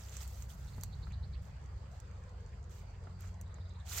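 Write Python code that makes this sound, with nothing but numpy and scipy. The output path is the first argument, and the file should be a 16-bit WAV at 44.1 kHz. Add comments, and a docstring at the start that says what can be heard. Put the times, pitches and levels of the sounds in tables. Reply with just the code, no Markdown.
"""Rustling in a meadow near a city

Close by, mostly on the right, something brushes through dry grass and twigs: stalks slip and ring,
twigs snap, a few soft knocks sound, and a loud rustle swells at the end. Small birds trill and rasp
far off, echoing from the trees. Distant engines drone and tyres whine over a low traffic rumble
and a thin wash of air."""
import sys
import numpy as np
from scipy import signal
from scipy.fft import rfft, irfft
from scipy.io import wavfile
from scipy.ndimage import uniform_filter1d

SR = 44100
rng = np.random.default_rng(int(sys.argv[2]) if len(sys.argv) > 2 else 0)


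def dump(signal):
    """Clip the signal to [-1, 1] and save it as 16-bit WAV at the path in sys.argv[1]."""
    limited = np.clip(np.atleast_2d(signal).T, -1, 1)
    pcm = np.round(limited * 32767).astype(np.int16)
    wavfile.write(sys.argv[1], SR, pcm)


N = 176400
TOP_HZ = 16000
LEAD_S = .002  # silence at the start of each tick and knock

# How alike close sounds are in both ears. Each row: frequency in Hz, likeness (1 means the same).
NEAR_LIKENESS = [(200, 0.78), (2800, 0.35), (5000, 0.16)]
# Which way the grass and twigs lean. Each row: frequency in Hz, left minus right in dB.
NEAR_BALANCE = [(300, 5.5), (7000, -8), (12000, 0)]
# Which way the background and knocks lean. Each row: frequency in Hz, left minus right in dB.
AIR_BALANCE = [(150, 0), (350, 2), (1500, -1), (7500, -7), (11000, 1)]


def rustle():
    """Each stroke through the grass lets loose many tiny slips over a hiss of rubbing."""
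    # Each row: start in seconds, seconds until it fades, level in dB, extra treble in dB.
    strokes = [(-.03, .17, -59, -2), (.11, .08, -55.5, -7), (.19, .04, -52.5, 1), (.26, .17, -61.5, 2),
               (.48, .035, -58, 3), (.56, .3, -67, 1), (.88, .22, -75, -3), (1.405, .07, -71, -2),
               (1.9, .07, -71, -6), (2.69, .1, -64, -4), (3.185, .1, -64, -7), (3.846, .04, -56, -6),
               (3.875, .05, -49.5, 2), (3.908, .05, -43.5, 2), (3.953, .08, -39.5, 2.5)]
    # The tone of dry grass. Each row: frequency in Hz, relative level in dB.
    grass_tone = [(100, -39), (300, -5), (1400, 2.5), (5200, 2.5), (6400, 7), (7600, 6.5), (8800, -1.5),
                  (10200, -9.5), (11800, 0), (16000, -3.5)]
    slip_share, rise_s, fade_db_per_s = .41, .023, 263
    rubbing = np.sqrt(slip_share) * slips() + np.sqrt(1 - slip_share) * rng.standard_normal((2, N))
    rubbing = stereo(rubbing, grass_tone, NEAR_LIKENESS, NEAR_BALANCE)
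    t, out = np.arange(SR // 2) / SR, np.zeros((2, N))
    for start, length, db, treble_db in strokes:
        stroke = np.roll(rubbing, rng.integers(N), axis=1)[:, :len(t)]
        shape = np.minimum(t / rise_s, 1) * amp(db - fade_db_per_s * np.maximum(t - length, 0))
        add(out, start, brighten(stroke, treble_db) * shape)
    return out


def slips(stalks=24, slips_per_s=3000, lowest_hz=688, ring_cycles=3.1, spread_db=2.5):
    """Stalks let go at random moments, each ringing briefly at its own pitch; repeats every second."""
    t, out = np.arange(SR // 20) / SR, np.zeros((2, SR))
    for hz in np.linspace(lowest_hz, TOP_HZ, stalks):
        size = amp(spread_db * np.minimum(rng.exponential(1, SR), 4))
        kicks = rng.standard_normal((2, SR)) * size * (rng.random(SR) < slips_per_s / stalks / SR)
        ring = unit(np.sin(2 * np.pi * hz * t) * np.exp(-t * hz / ring_cycles))
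        out += signal.oaconvolve(kicks, ring[None], axes=1)[:, :SR]
    return np.tile(unit(out), N // SR + 1)[:, :N]


def twigs(crackles_per_s=14):
    """Twigs give a few clear ticks, with a faint random crackle between them."""
    # Each row: start in seconds, level in dB, extra treble in dB.
    ticks = [(0.147, -56, 0), (0.1682, -33, -4), (0.277, -43.5, 10), (.423, -39.5, -15), (.8115, -41.5, 4),
             (0.8354, -32, 10.5), (2.0014, -45, -4), (2.238, -57, -20), (2.463, -54.5, -24),
             (3.2074, -51.5, 11.5), (3.222, -49, -5), (3.413, -44, 10.5), (3.5428, -49, -12)]
    out = np.zeros((2, N))
    for start, db, treble_db in ticks:
        add(out, start - LEAD_S, tick(db, treble_db))
    for when, size in rng.random((round(crackles_per_s * N / SR), 2)):
        add(out, when * N / SR, tick(db=-63.5 + 10 * size ** 2, treble_db=-16))
    return out


def tick(db, treble_db):
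    """One dry snap, its bounce off the ground and a short tail of scattered sound."""
    # The tone of a snap. Each row: frequency in Hz, relative level in dB.
    snap_tone = [(500, -7), (5000, -13.5), (6200, 1.5), (7500, 2.5), (8800, -7.5), (10200, -19),
                 (11700, -8), (16000, -19)]
    rise_s, decay_s, bounce_s, tail_s = .00022, .00089, .0045, .0086
    t = np.arange(SR // 16) / SR - LEAD_S
    snap = np.exp(-abs(t) / decay_s)
    bounce = amp(-18) * (t > bounce_s) * np.exp(-abs(t - bounce_s) / decay_s)
    tail = amp(-14.5) * np.exp(-t / tail_s)
    out = np.zeros((2, len(t)))
    for fade, lift_db in (snap + bounce, treble_db), (tail, min(treble_db, 0)):
        shape = np.clip(t / rise_s, 0, 1) * fade
        noise = rng.choice([-1., 1.], (2, len(t))) * shape
        burst = np.std(shape) * stereo(noise, snap_tone, NEAR_LIKENESS, NEAR_BALANCE)
        out += brighten(burst, lift_db)
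    return amp(db) * out


def knocks(tap_decay_s=.01, thud_hz=215, thud_decay_s=.0092):
    """Dull taps close by, each a puff of noise with a brief low thud."""
    # Each row: start in seconds, level in dB, extra level for the thud in dB.
    hits = [(.422, -62.5, -4), (.781, -52, 8), (1.07, -51.5, -23), (3.07, -50, -10), (3.584, -55, -10)]
    # The tone of a tap. Each row: frequency in Hz, relative level in dB.
    tap_tone = [(100, -6), (250, -0.5), (1400, -3.5), (12000, -54)]
    t, out = np.arange(SR // 8) / SR - LEAD_S, np.zeros((2, N))
    shape = (t >= 0) * np.exp(-t / tap_decay_s)
    thud = (t >= 0) * np.sin(2 * np.pi * thud_hz * t) * np.exp(-t / thud_decay_s)
    for start, db, thud_db in hits:
        noise = rng.standard_normal((2, len(t))) * shape
        tap = np.std(shape) * stereo(noise, tap_tone, NEAR_LIKENESS, AIR_BALANCE)
        add(out, start - LEAD_S, amp(db) * (tap + amp(thud_db) * thud))
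    return out


def birds(note_width_s=.0082, buzz_hz=280, echo_s=.29, echo_db=-8, left_db=-11.5):
    """Trills of short buzzy notes and single raspy calls from the right, scattered by the trees."""
    # Each row: first note, last note and spacing in seconds, pitch in Hz, first and last level in dB.
    trills = [(0.687, 0.743, .054, 4220, -58, -57.5), (0.835, 1.342, .101, 4215, -53, -55.5),
              (3.469, 3.807, .049, 3840, -66.5, -59.5)]
    # Each row: middle of the call in seconds, pitch in Hz, level in dB.
    raspy_calls = [(1.116, 2650, -59.5), (1.355, 2700, -62.5), (1.859, 2300, -66), (2.115, 2396, -65.5),
                   (2.536, 2321, -65.5), (2.95, 2530, -65), (3.24, 1510, -58)]
    t, song = np.arange(-SR // 20, SR // 20) / SR, np.zeros((1, N))
    shape = np.exp(-(t[None] / note_width_s) ** 2 / 2)
    buzz = .075 * np.sin(2 * np.pi * buzz_hz * t)
    for first, last, gap, hz, first_db, last_db in trills:
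        for middle, db in np.linspace((first, first_db), (last, last_db), round((last - first) / gap) + 1):
            jitter = .035 * unit(uniform_filter1d(rng.standard_normal(len(t)), size=40))
            off_key = .018 * rng.standard_normal()
            pitch = hz * (1 + off_key + t + buzz + jitter)  # adding t slides each note up a little
            add(song, middle + t[0], amp(db) * shape * np.sin(2 * np.pi * np.cumsum(pitch) / SR))
    for middle, hz, db in raspy_calls:
        add(song, middle + t[0], amp(db) * shape * rasp(len(t), hz))
    trees = rng.standard_normal((2, SR // 2)) * amp(-60 * np.arange(SR // 2) / SR / echo_s)
    echo = signal.fftconvolve(song, trees / np.linalg.norm(trees[0]), axes=1)[:, :N]
    return (song + amp(echo_db) * echo) * amp([[left_db], [0]])


def rasp(samples, hz, width_hz=640):
    """The hoarse sound of a call: noise in a band around one pitch."""
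    band = np.exp(-((np.fft.rfftfreq(samples, 1 / SR) - hz) / width_hz) ** 2 / 2)
    return unit(irfft(rfft(rng.standard_normal(samples)) * band, samples))


def engines(pitch_waver=.011, flutter_db=2.05):
    """Two far engines, one speeding up and one easing off, waver on their way through the air."""
    # Each row of both: time in seconds, pitch in Hz, level in dB.
    rising = [(0, 64.5, -52), (.3, 64.3, -48), (.8, 65.5, -56.5), (1.05, 66.4, -47.5), (2.3, 68.8, -53),
              (2.65, 69.35, -47), (2.9, 69.34, -62), (4, 71.05, -47)]
    easing = [(0, 94.16, -56), (1.2, 92.55, -47.5), (1.9, 91.86, -55.5), (2.2, 92.46, -47),
              (2.75, 91.76, -52.5), (3.15, 91.16, -45.5), (4, 89.26, -48)]
    # The tones in each drone. Each row: multiple of the pitch, extra level in dB.
    rising_tones = [(1, 4), (2, -16.5), (3, -28)]
    easing_tones = [(1, 1), (1.5, -17), (2, -15.5)]
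    out = np.zeros(N)
    for course, tones in (rising, rising_tones), (easing, easing_tones):
        hz, db = track(course)
        cycles = np.cumsum(hz * (1 + pitch_waver * drift(10.1))) / SR
        for multiple, tone_db in tones:
            level = amp(db + tone_db + flutter_db * drift(10))
            out += level * np.sin(2 * np.pi * (multiple * cycles + rng.random()))
    return out


def tyres(width_hz=150):
    """Far tyres whine: a narrow band of noise sinks in pitch as a vehicle passes."""
    # Each row: time in seconds, pitch in Hz, level in dB.
    whine = [(1.8, 519.6, -84), (2.28, 505, -65.5), (2.6, 438.7, -71), (3.2, 430.4, -69.5),
             (3.6, 408.2, -93)]
    hz, db = track(whine)
    phase = 2 * np.pi * np.cumsum(hz) / SR
    return amp(db) * (drift(width_hz / 2) * np.cos(phase) + drift(width_hz / 2) * np.sin(phase))


def background():
    """Traffic rumble and the wash of distant air, each swelling a little."""
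    # Each row of both: frequency in Hz, relative level in dB.
    rumble_tone = [(15, -28.5), (36, -8.5), (52, 1.5), (80, -4.5), (135, -7), (160, -15), (205, -21),
                   (330, -40.5), (600, -68)]
    air_tone = [(250, -12), (420, 0), (950, -2), (1900, -8), (2600, -15), (3800, -18), (4800, -12.5),
                (5300, -20), (7400, -19), (8400, -24), (9600, -46), (16000, -34.5)]
    # How alike far sounds are in both ears. Each row: frequency in Hz, likeness (1 means the same).
    likeness = [(150, .97), (270, .8), (450, .4), (800, .15), (3000, .25), (6000, -.15)]
    rumble = stereo(rng.standard_normal((2, N)), rumble_tone, likeness, AIR_BALANCE)
    rumble *= amp(-49.5 + 2.5 * drift(.59))
    air_level = amp(-63.5 + .65 * drift(18))
    air = air_level * stereo(rng.standard_normal((2, N)), air_tone, likeness, AIR_BALANCE)
    return rumble + patchy(air, depth_db=2.5)


def amp(db):
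    """Turns decibels into a number to multiply by."""
    return 10 ** (np.asarray(db) / 20)


def unit(x):
    """Scales a signal to an average power of 1."""
    return x / np.sqrt(np.mean(x ** 2) + 1e-20)


def read(points, hz):
    """Looks up a table by frequency, giving each octave equal room."""
    frequencies, values = np.transpose(points)
    return np.interp(np.log(hz + 1), np.log(frequencies + 1), values)


def track(points):
    """Fills in a time table to give one value per sample."""
    times, *columns = np.transpose(points)
    return [np.interp(np.arange(N) / SR, times, column) for column in columns]


def add(mix, start_s, sound):
    """Mixes a sound in, cutting off what falls outside."""
    at = round(start_s * SR)
    sound = sound[:, max(-at, 0):]
    part = mix[:, max(at, 0):][:, :sound.shape[1]]
    part += sound[:, :part.shape[1]]


def drift(rate_hz):
    """A smooth random wobble with a typical size of 1."""
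    hz = np.fft.rfftfreq(N, 1 / SR)
    return unit(irfft(rfft(rng.standard_normal(N)) * np.exp(-(hz / rate_hz) ** 2) * (hz > 0), N))


def stereo(noises, tone, likeness, balance):
    """Blends two unrelated noises into left and right and shapes their tone; average power is 1."""
    hz = np.fft.rfftfreq(noises.shape[1], 1 / SR)
    first, second = rfft(noises)
    alike, lean = read(likeness, hz), amp(read(balance, hz) / 2)
    blend = alike * first + np.sqrt(1 - alike ** 2) * second
    ears = np.array([first * lean, blend / lean]) / np.hypot(lean, 1 / lean)
    return unit(irfft(ears * amp(read(tone, hz)), noises.shape[1]))


def brighten(x, treble_db, above_hz=9000):
    """Turns the high treble up or down."""
    hz = np.fft.rfftfreq(x.shape[1], 1 / SR)
    return irfft(rfft(x) * amp(treble_db * (1 + np.tanh((hz - above_hz) / 1000)) / 2), x.shape[1])


def patchy(x, depth_db):
    """Lets narrow bands of pitch swell and fade on their own."""
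    bands = signal.stft(x, nperseg=1024, noverlap=768)[2]
    patches = uniform_filter1d(rng.standard_normal(bands.shape[1:]), size=6, axis=0)  # across pitch
    patches = uniform_filter1d(patches, size=12, axis=1)  # across time
    return signal.istft(bands * amp(depth_db * unit(patches)), nperseg=1024, noverlap=768)[1][:, :N]


def scene():
    """The close grass and twigs, the birds and the far city together."""
    city = engines() + tyres() + background()
    return patchy(rustle(), depth_db=1.5) + twigs() + knocks() + birds() + city


def record(dry):
    """Cuts away the sound above TOP_HZ."""
    return signal.oaconvolve(dry, signal.firwin(511, TOP_HZ, window=("kaiser", 9), fs=SR)[None], "same")


dry = scene()
out = record(dry)
dump(out)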